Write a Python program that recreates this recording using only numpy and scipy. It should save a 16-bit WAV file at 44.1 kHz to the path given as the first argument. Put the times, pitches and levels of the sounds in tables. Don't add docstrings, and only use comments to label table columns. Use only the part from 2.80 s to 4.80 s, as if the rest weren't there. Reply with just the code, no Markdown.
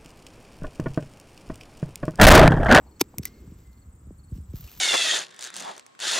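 import sys
import numpy as np
from scipy import signal
from scipy.fft import rfft, irfft
from scipy.io import wavfile
from scipy.ndimage import uniform_filter1d

SR = 44100
rng = np.random.default_rng(int(sys.argv[2]) if len(sys.argv) > 2 else 0)


def log_audio(samples):
    frames = np.atleast_2d(samples).T
    limited = np.clip(frames, -1, 1)
    pcm = np.round(limited * 32767).astype(np.int16)
    wavfile.write(sys.argv[1], SR, pcm)


N = 88200
HZ, T = np.fft.rfftfreq(N, 1 / SR), np.arange(N) / SR
CONTACT_HOLD_S = 0.00036

# freq_hz, gain_db
HUSH_COLOUR = [(100, -3), (300, 3), (450, -4.5), (700, -21), (1400, -24.5), (4000, -42.5), (16000, -60.5)]
# freq_hz, gain_db
RUB_COLOUR = [(200, -8), (1000, 0), (1900, -2.5), (2700, -0.5), (4800, 3), (8500, 0.5), (11000, -4),
              (13300, 8.5), (14300, -1), (15600, -0.5), (16400, -29)]
# freq_hz, gain_db
HAIR_COLOUR = [(1000, -24.5), (10500, -11.5), (13000, 5), (15300, 2.5), (16300, -23.5)]


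def amp(db):
    return 10 ** (np.asarray(db) / 20)


def unit(x):
    return x / np.sqrt(np.mean(x ** 2) + 1e-20)


def shape(points):
    hz, db = np.transpose(points)
    return amp(np.interp(np.log(HZ + 1), np.log(hz), db))


def level(points):
    return amp(np.interp(T, *np.transpose(points)))


def colour(x, points):
    log_gain = np.log(unit(shape(points)))
    circle = np.concatenate([log_gain, log_gain[-2:0:-1]])
    response = np.exp(signal.hilbert(circle).conj()[:len(HZ)])
    return irfft(rfft(x) * response, N)


def smooth_noise(count, size):
    return unit(uniform_filter1d(rng.standard_normal(count), size=size))


def add(mix, s, sound):
    part = mix[max(round(s * SR), 0):][:len(sound)]
    part += sound[:len(part)]


def near(x):
    # freq_hz, left_gain_db
    tilt = [(300, 0), (700, 3), (1300, 2.5), (2400, -1.5), (4400, 1), (8000, 0), (15000, .3)]
    # freq_hz, lead_rad
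    lead = [(0, 0), (2000, .05), (3700, .5), (4800, 1.15), (5700, .3), (7200, 1.5), (10000, 3.14),
            (12700, 4.7), (15200, 6.1)]
    half = np.sqrt(shape(tilt)) * np.exp(.5j * np.interp(HZ, *np.transpose(lead)))
    return irfft(rfft(x) * np.array([half, 1 / half]), N)


def bursts(rows, hold_s):
    out, t = np.zeros(N), T[:N // 8]
    for start_s, db, decay_s in rows:
        envelope = np.exp(-np.maximum(t - hold_s, 0) / decay_s)
        cluster = rfft(envelope * rng.standard_normal(len(t)))
        flat = irfft(cluster / np.abs(cluster), len(t))
        even = flat * np.sqrt(envelope)
        add(out, start_s, amp(db) * even * np.linalg.norm(envelope) / np.linalg.norm(even))
    return out


def mode(hz, db, t60_s):
    return amp(db - 60 * T / t60_s) * np.sin(2 * np.pi * hz * T)


def patchy(x, swing_db):
    z = signal.stft(x, nperseg=256)[2]
    field = uniform_filter1d(rng.standard_normal(z.shape[-2:]), size=7, axis=0)
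    field = unit(uniform_filter1d(field, size=9, axis=1))
    return signal.istft(z * amp(swing_db * field), nperseg=256)[1][..., :N]


def air():
    # freq_hz, gain_db
    air_colour = [(150, 12.5), (400, 6.5), (650, 5), (1200, 6.5), (1900, -2), (3300, -13.5), (5800, -18.5),
                  (7000, 0), (7800, 4), (8500, -7), (11000, -31.5), (14000, -10.5), (15700, -20.5),
                  (16500, -39.5)]
    # freq_hz, share_db
    shared_db = [(300, 0.5), (700, -16.5), (7000, -10), (10000, 11), (13000, -8.5)]
    air_db = -64
    shared = np.clip(shape(shared_db), 0, 1)
    common = near(irfft(rfft(rng.standard_normal(N)) * shared, N))
    apart = irfft(rfft(rng.standard_normal((2, N))) * np.sqrt(1 - shared ** 2), N)
    return amp(air_db) * colour(common + apart, air_colour)


def low_hush():
    # time_s, level_db
    hush_level = [(0, -61.5), (.3, -54.5), (.65, -54), (.95, -68), (1.2, -64.5), (1.45, -72), (1.8, -64)]
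    return level(hush_level) * colour(rng.standard_normal(N), HUSH_COLOUR)


def crickets(waver_hz=50):
    # start_s, end_s, period_s, pitch_hz, fall_hz, pulse_s, level_db, swell_db
    phrases = [ (.076, .19, .046, 4370, 400, .032, -66.5, 0), (.497, .61, .046, 4370, 400, .032, -66, 0),
               (.933, 1.05, .046, 4370, 400, .032, -68, 0), (1.398, 1.51, .045, 4350, 400, .032, -68, 0),
               (1.207, 1.32, .046, 5000, 400, .025, -79, 5), (1.553, 1.67, .046, 5030, 400, .025, -75, 0),
               (.033, .9, .0643, 7880, 180, .03, -64, 0), (1.0, 1.73, .0645, 7880, 150, .03, -64, 3),
               (1.10, 1.65, .0572, 8800, 220, .026, -67, 7), (.85, 1.045, .0228, 9150, 280, .014, -69.5, 4)]
    spread_db = 1.3
    field_db, field_t60_s = -11, .11
    out = np.zeros(N)
    for start_s, end_s, period_s, hz, fall_hz, pulse_s, db, swell_db in phrases:
        u = np.arange(0, 1, 1 / (pulse_s * SR))
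        for s in np.arange(start_s, end_s, period_s):
            waver = smooth_noise(N // 16, 60)[:len(u)]
            turns = np.cumsum(hz + fall_hz * (.5 - u) + waver_hz * waver) / SR
            swell = swell_db * (s - start_s) / (end_s - start_s)
            pulse_db = db + spread_db * rng.standard_normal() + swell
            pulse = np.sin(np.pi * u) ** 2 * np.sin(2 * np.pi * turns)
            add(out, s - pulse_s / 2, amp(pulse_db) * pulse)
    tail = rng.standard_normal((2, N)) * amp(-60 * T / field_t60_s)
    tail /= np.linalg.norm(tail[0])
    return near(out) + amp(field_db) * signal.fftconvolve(out[None], tail)[:, :N]


def rumble():
    # freq_hz, gain_db
    rumble_colour = [(20, -29.5), (40, -1), (62, 9), (110, -1.5), (190, -5), (330, -22.5), (500, -36.5),
                     (900, -70)]
    # time_s, level_db
    rumble_level = [(0, -50.5), (.15, -58), (.45, -50.5), (.7, -48.5), (.9, -52), (1.2, -47.5),
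                    (1.65, -46.5), (1.84, -49), (1.92, -57.5), (2, -44.5)]
    lumps = amp(2.2 * smooth_noise(N, 700))
    noise = unit(lumps * rng.standard_normal(N))
    return level(rumble_level) * colour(noise, rumble_colour)


def bumps():
    # middle_s, level_db, pitch_hz, sag_cycles
    thuds = [(0.216, -13.5, 351, 4), (0.2223, -29.5, 216, 2.5), (0.3854, -32, 137, 1.56),
             (0.3999, -25, 168.4, 1.59), (0.683, -36, 126.7, 1.6), (0.7241, -39.5, 206, 2),
             (1.086, -42.5, 65, 2.58), (1.28, -37, 107.9, 1.21), (1.311, -36.5, 273.5, 1.66),
             (1.531, -25.5, 99.8, 1.54), (1.569, -34, 169.5, 3.7), (1.59, -35, 151, 1.7),
             (1.603, -31, 80.4, 5.3), (1.704, -32.5, 78.8, 4.6), (1.747, -26.5, 112.7, 1.22),
             (1.804, -39, 138.5, 5), (1.849, -35.5, 76.6, 2.5)]
    rise_cycles, fall_cycles = 0.92, 0.8
    out = np.zeros(N)
    for middle_s, db, hz, sag_cycles in thuds:
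        stretch = np.maximum(1 + (T - middle_s) * hz / sag_cycles, 1e-6)
        cycles = sag_cycles * np.log(stretch)
        width = np.where(cycles < 0, rise_cycles, fall_cycles)
        out += amp(db) * np.exp(-.5 * (cycles / width) ** 2) * np.cos(2 * np.pi * cycles)
    return near(out)


def touches():
    # start_s, level_db, decay_s
    ticks = [(.1972, -39, .0012), (.2402, -52, .0005), (.787, -60, .004), (.931, -56, .001),
             (1.7572, -44.5, .003), (1.7668, -46, .003), (1.896, -47, .001), (1.916, -46, .002)]
    # start_s, level_db, decay_s
    swishes = [(1.808, -41.5, 0.0075)]
    # start_s, level_db, decay_s
    scuffs = [(.01, -62.5, .11), (.06, -58.5, .079), (.341, -44.5, 0.0043)]
    # freq_hz, gain_db
    scuff_colour = [(200, 2.5), (600, 2), (950, 6), (1500, -17.5), (4000, -35.5), (16000, -51)]
    # start_s, level_db, decay_s
    rasps = [(1.88, -55, 0.017), (1.93, -56.5, .014)]
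    # freq_hz, gain_db
    rasp_colour = [(1700, -28), (2500, 0), (2850, -5), (4000, -22)]
    # start_s, level_db, decay_s
    drags = [(.675, -51, 0.015), (1.524, -47.5, 0.01), (1.551, -52.5, 0.013), (1.581, -51.5, 0.0034),
             (1.602, -50.5, .005), (1.735, -42, 0.0024)]
    kinds = [(ticks, RUB_COLOUR), (swishes, HAIR_COLOUR), (scuffs, scuff_colour),
             (rasps, rasp_colour), (drags, HUSH_COLOUR)]
    return sum(colour(bursts(rows, CONTACT_HOLD_S), tone) for rows, tone in kinds)


def sliding_hand():
    # time_s, level_db
    slide_level = [(.38, -74.5), (.48, -65.5), (.68, -73), (.82, -73.5), (.9, -81.5), (1.1, -87.5)]
    # freq_hz, gain_db
    slide_colour = [(300, -6), (1500, 0), (2300, 4.5), (3500, -4.5), (5500, 0.5), (8000, -12.5),
                    (16000, -8.5)]
    return colour(rng.standard_normal(N) * level(slide_level), slide_colour)


def rustle(patchy_db=0.5):
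    # time_s, level_db
    rub_level = [(0, -75), (.8, -69.5), (1.1, -77.5), (1.48, -78.5), (1.56, -62.5), (1.65, -75),
                 (1.735, -64.5), (1.765, -57.5), (1.83, -54), (1.91, -55.5), (2, -52.5)]
    # time_s, level_db
    fizz_level = [(1.72, -83), (1.76, -52.5), (1.815, -60), (1.83, -82), (1.92, -56), (1.96, -62), (2, -43)]
    # freq_hz, share_db
    scatter = [(300, 10), (1300, -7), (3000, 0.5), (7000, -47)]
    clumps = amp(2.6 * smooth_noise(N, 170))
    grains = unit(patchy(clumps * rng.standard_normal((3, N)), patchy_db))
    rub = colour(grains * level(rub_level), RUB_COLOUR)
    fizz = colour(clumps * rng.standard_normal(N) * level(fizz_level), HAIR_COLOUR)
    scattered = irfft(rfft(rub[1:]) * shape(scatter), N)
    return near(rub[0] + fizz + sliding_hand() + touches()) + scattered


def spring():
    # start_s, pitch_hz, level_db, t60_s
    rings = [(.454, 2015, -36, .065), (.456, 2120, -64, 1.1), (.85, 2060, -68.5, .9)]
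    out = np.zeros(N)
    for start_s, hz, db, t60_s in rings:
        add(out, start_s, mode(hz, db, t60_s))
    return out


def blades():
    # start_s, level_db, decay_s
    clicks = [(.3839, -17.5, .00055), (.3858, -36, 0.0043), (.4535, -21.5, 0.00076), (.4556, -21.5, 0.0014)]
    # freq_hz, gain_db
    steel_colour = [(200, -26), (900, -12), (1600, -20.5), (2200, 1), (3000, -14), (4200, -8.5), (5600, -3),
                    (9200, 3.5), (10300, -1), (11900, 9.5), (13500, 1.5), (15300, -4), (16500, -13)]
    # start_s, level_db, decay_s
    scrapes = [(.2015, -38, .005), (.4255, -54, 0.0027), (.4304, -44.5, 0.0023), (.4337, -38.5, 0.0029),
               (.4455, -50, .006), (.459, -45.5, 0.017), (.4720, -46, 0.0062), (.4795, -49, .003)]
    # freq_hz, gain_db
    scrape_colour = [(500, -19.5), (1500, -2.5), (2500, -2.5), (3700, -1.5), (5500, 5.5), (7300, -4.5),
                     (12500, -2), (16000, -11.5)]
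    out = colour(bursts(clicks, CONTACT_HOLD_S), steel_colour)
    return out + colour(bursts(scrapes, CONTACT_HOLD_S), scrape_colour)


def horn():
    # start_s, level_db, decay_s
    cracks = [(.2053, -35.5, 0.0049), (.2080, -22.5, 0.0015), (.2090, -22, 0.00027),
              (.2105, -16.5, 0.00046), (.2117, -20.5, 0.00071), (.2127, -8, 0.0005), (.2136, -14, 0.0023),
              (.2158, -28.5, 0.0011)]
    # freq_hz, gain_db
    horn_colour = [(100, -25), (580, -24.5), (780, -2), (1000, 4.5), (1280, 3), (1650, -12), (2400, 0),
                   (3200, -0.5), (5000, 0), (7200, 1.5), (8300, -1), (10700, 2.5), (13500, 3), (14200, -9),
                   (15400, -6.5), (16500, -21.5)]
    # pitch_hz, level_db
    cut_modes = [(828, -19), (1000, -24), (2382, -19.5), (2765, -27), (3735, -21), (4010, -29), (4564, -22),
                 (4958, -24.5), (5220, -22.5), (6327, -25), (7090, -26.5), (12160, -25.5), (13500, -28)]
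    crack_hold_s, snap_s, cut_t60_s = 0.00024, .213, .017
    out = colour(bursts(cracks, crack_hold_s), horn_colour)
    add(out, snap_s, sum(mode(hz, db, cut_t60_s) for hz, db in cut_modes))
    return out


def shears():
    return near(horn() + blades() + spring())


def scene():
    return air() + low_hush() + crickets() + rumble() + bumps() + rustle() + shears()


def record(dry):
    edge_hz = 16350
    lowpass = signal.firwin(301, edge_hz, window=("kaiser", 9), fs=SR)
    return signal.oaconvolve(dry, lowpass[None], "same")


dry = scene()
out = record(dry)
log_audio(out)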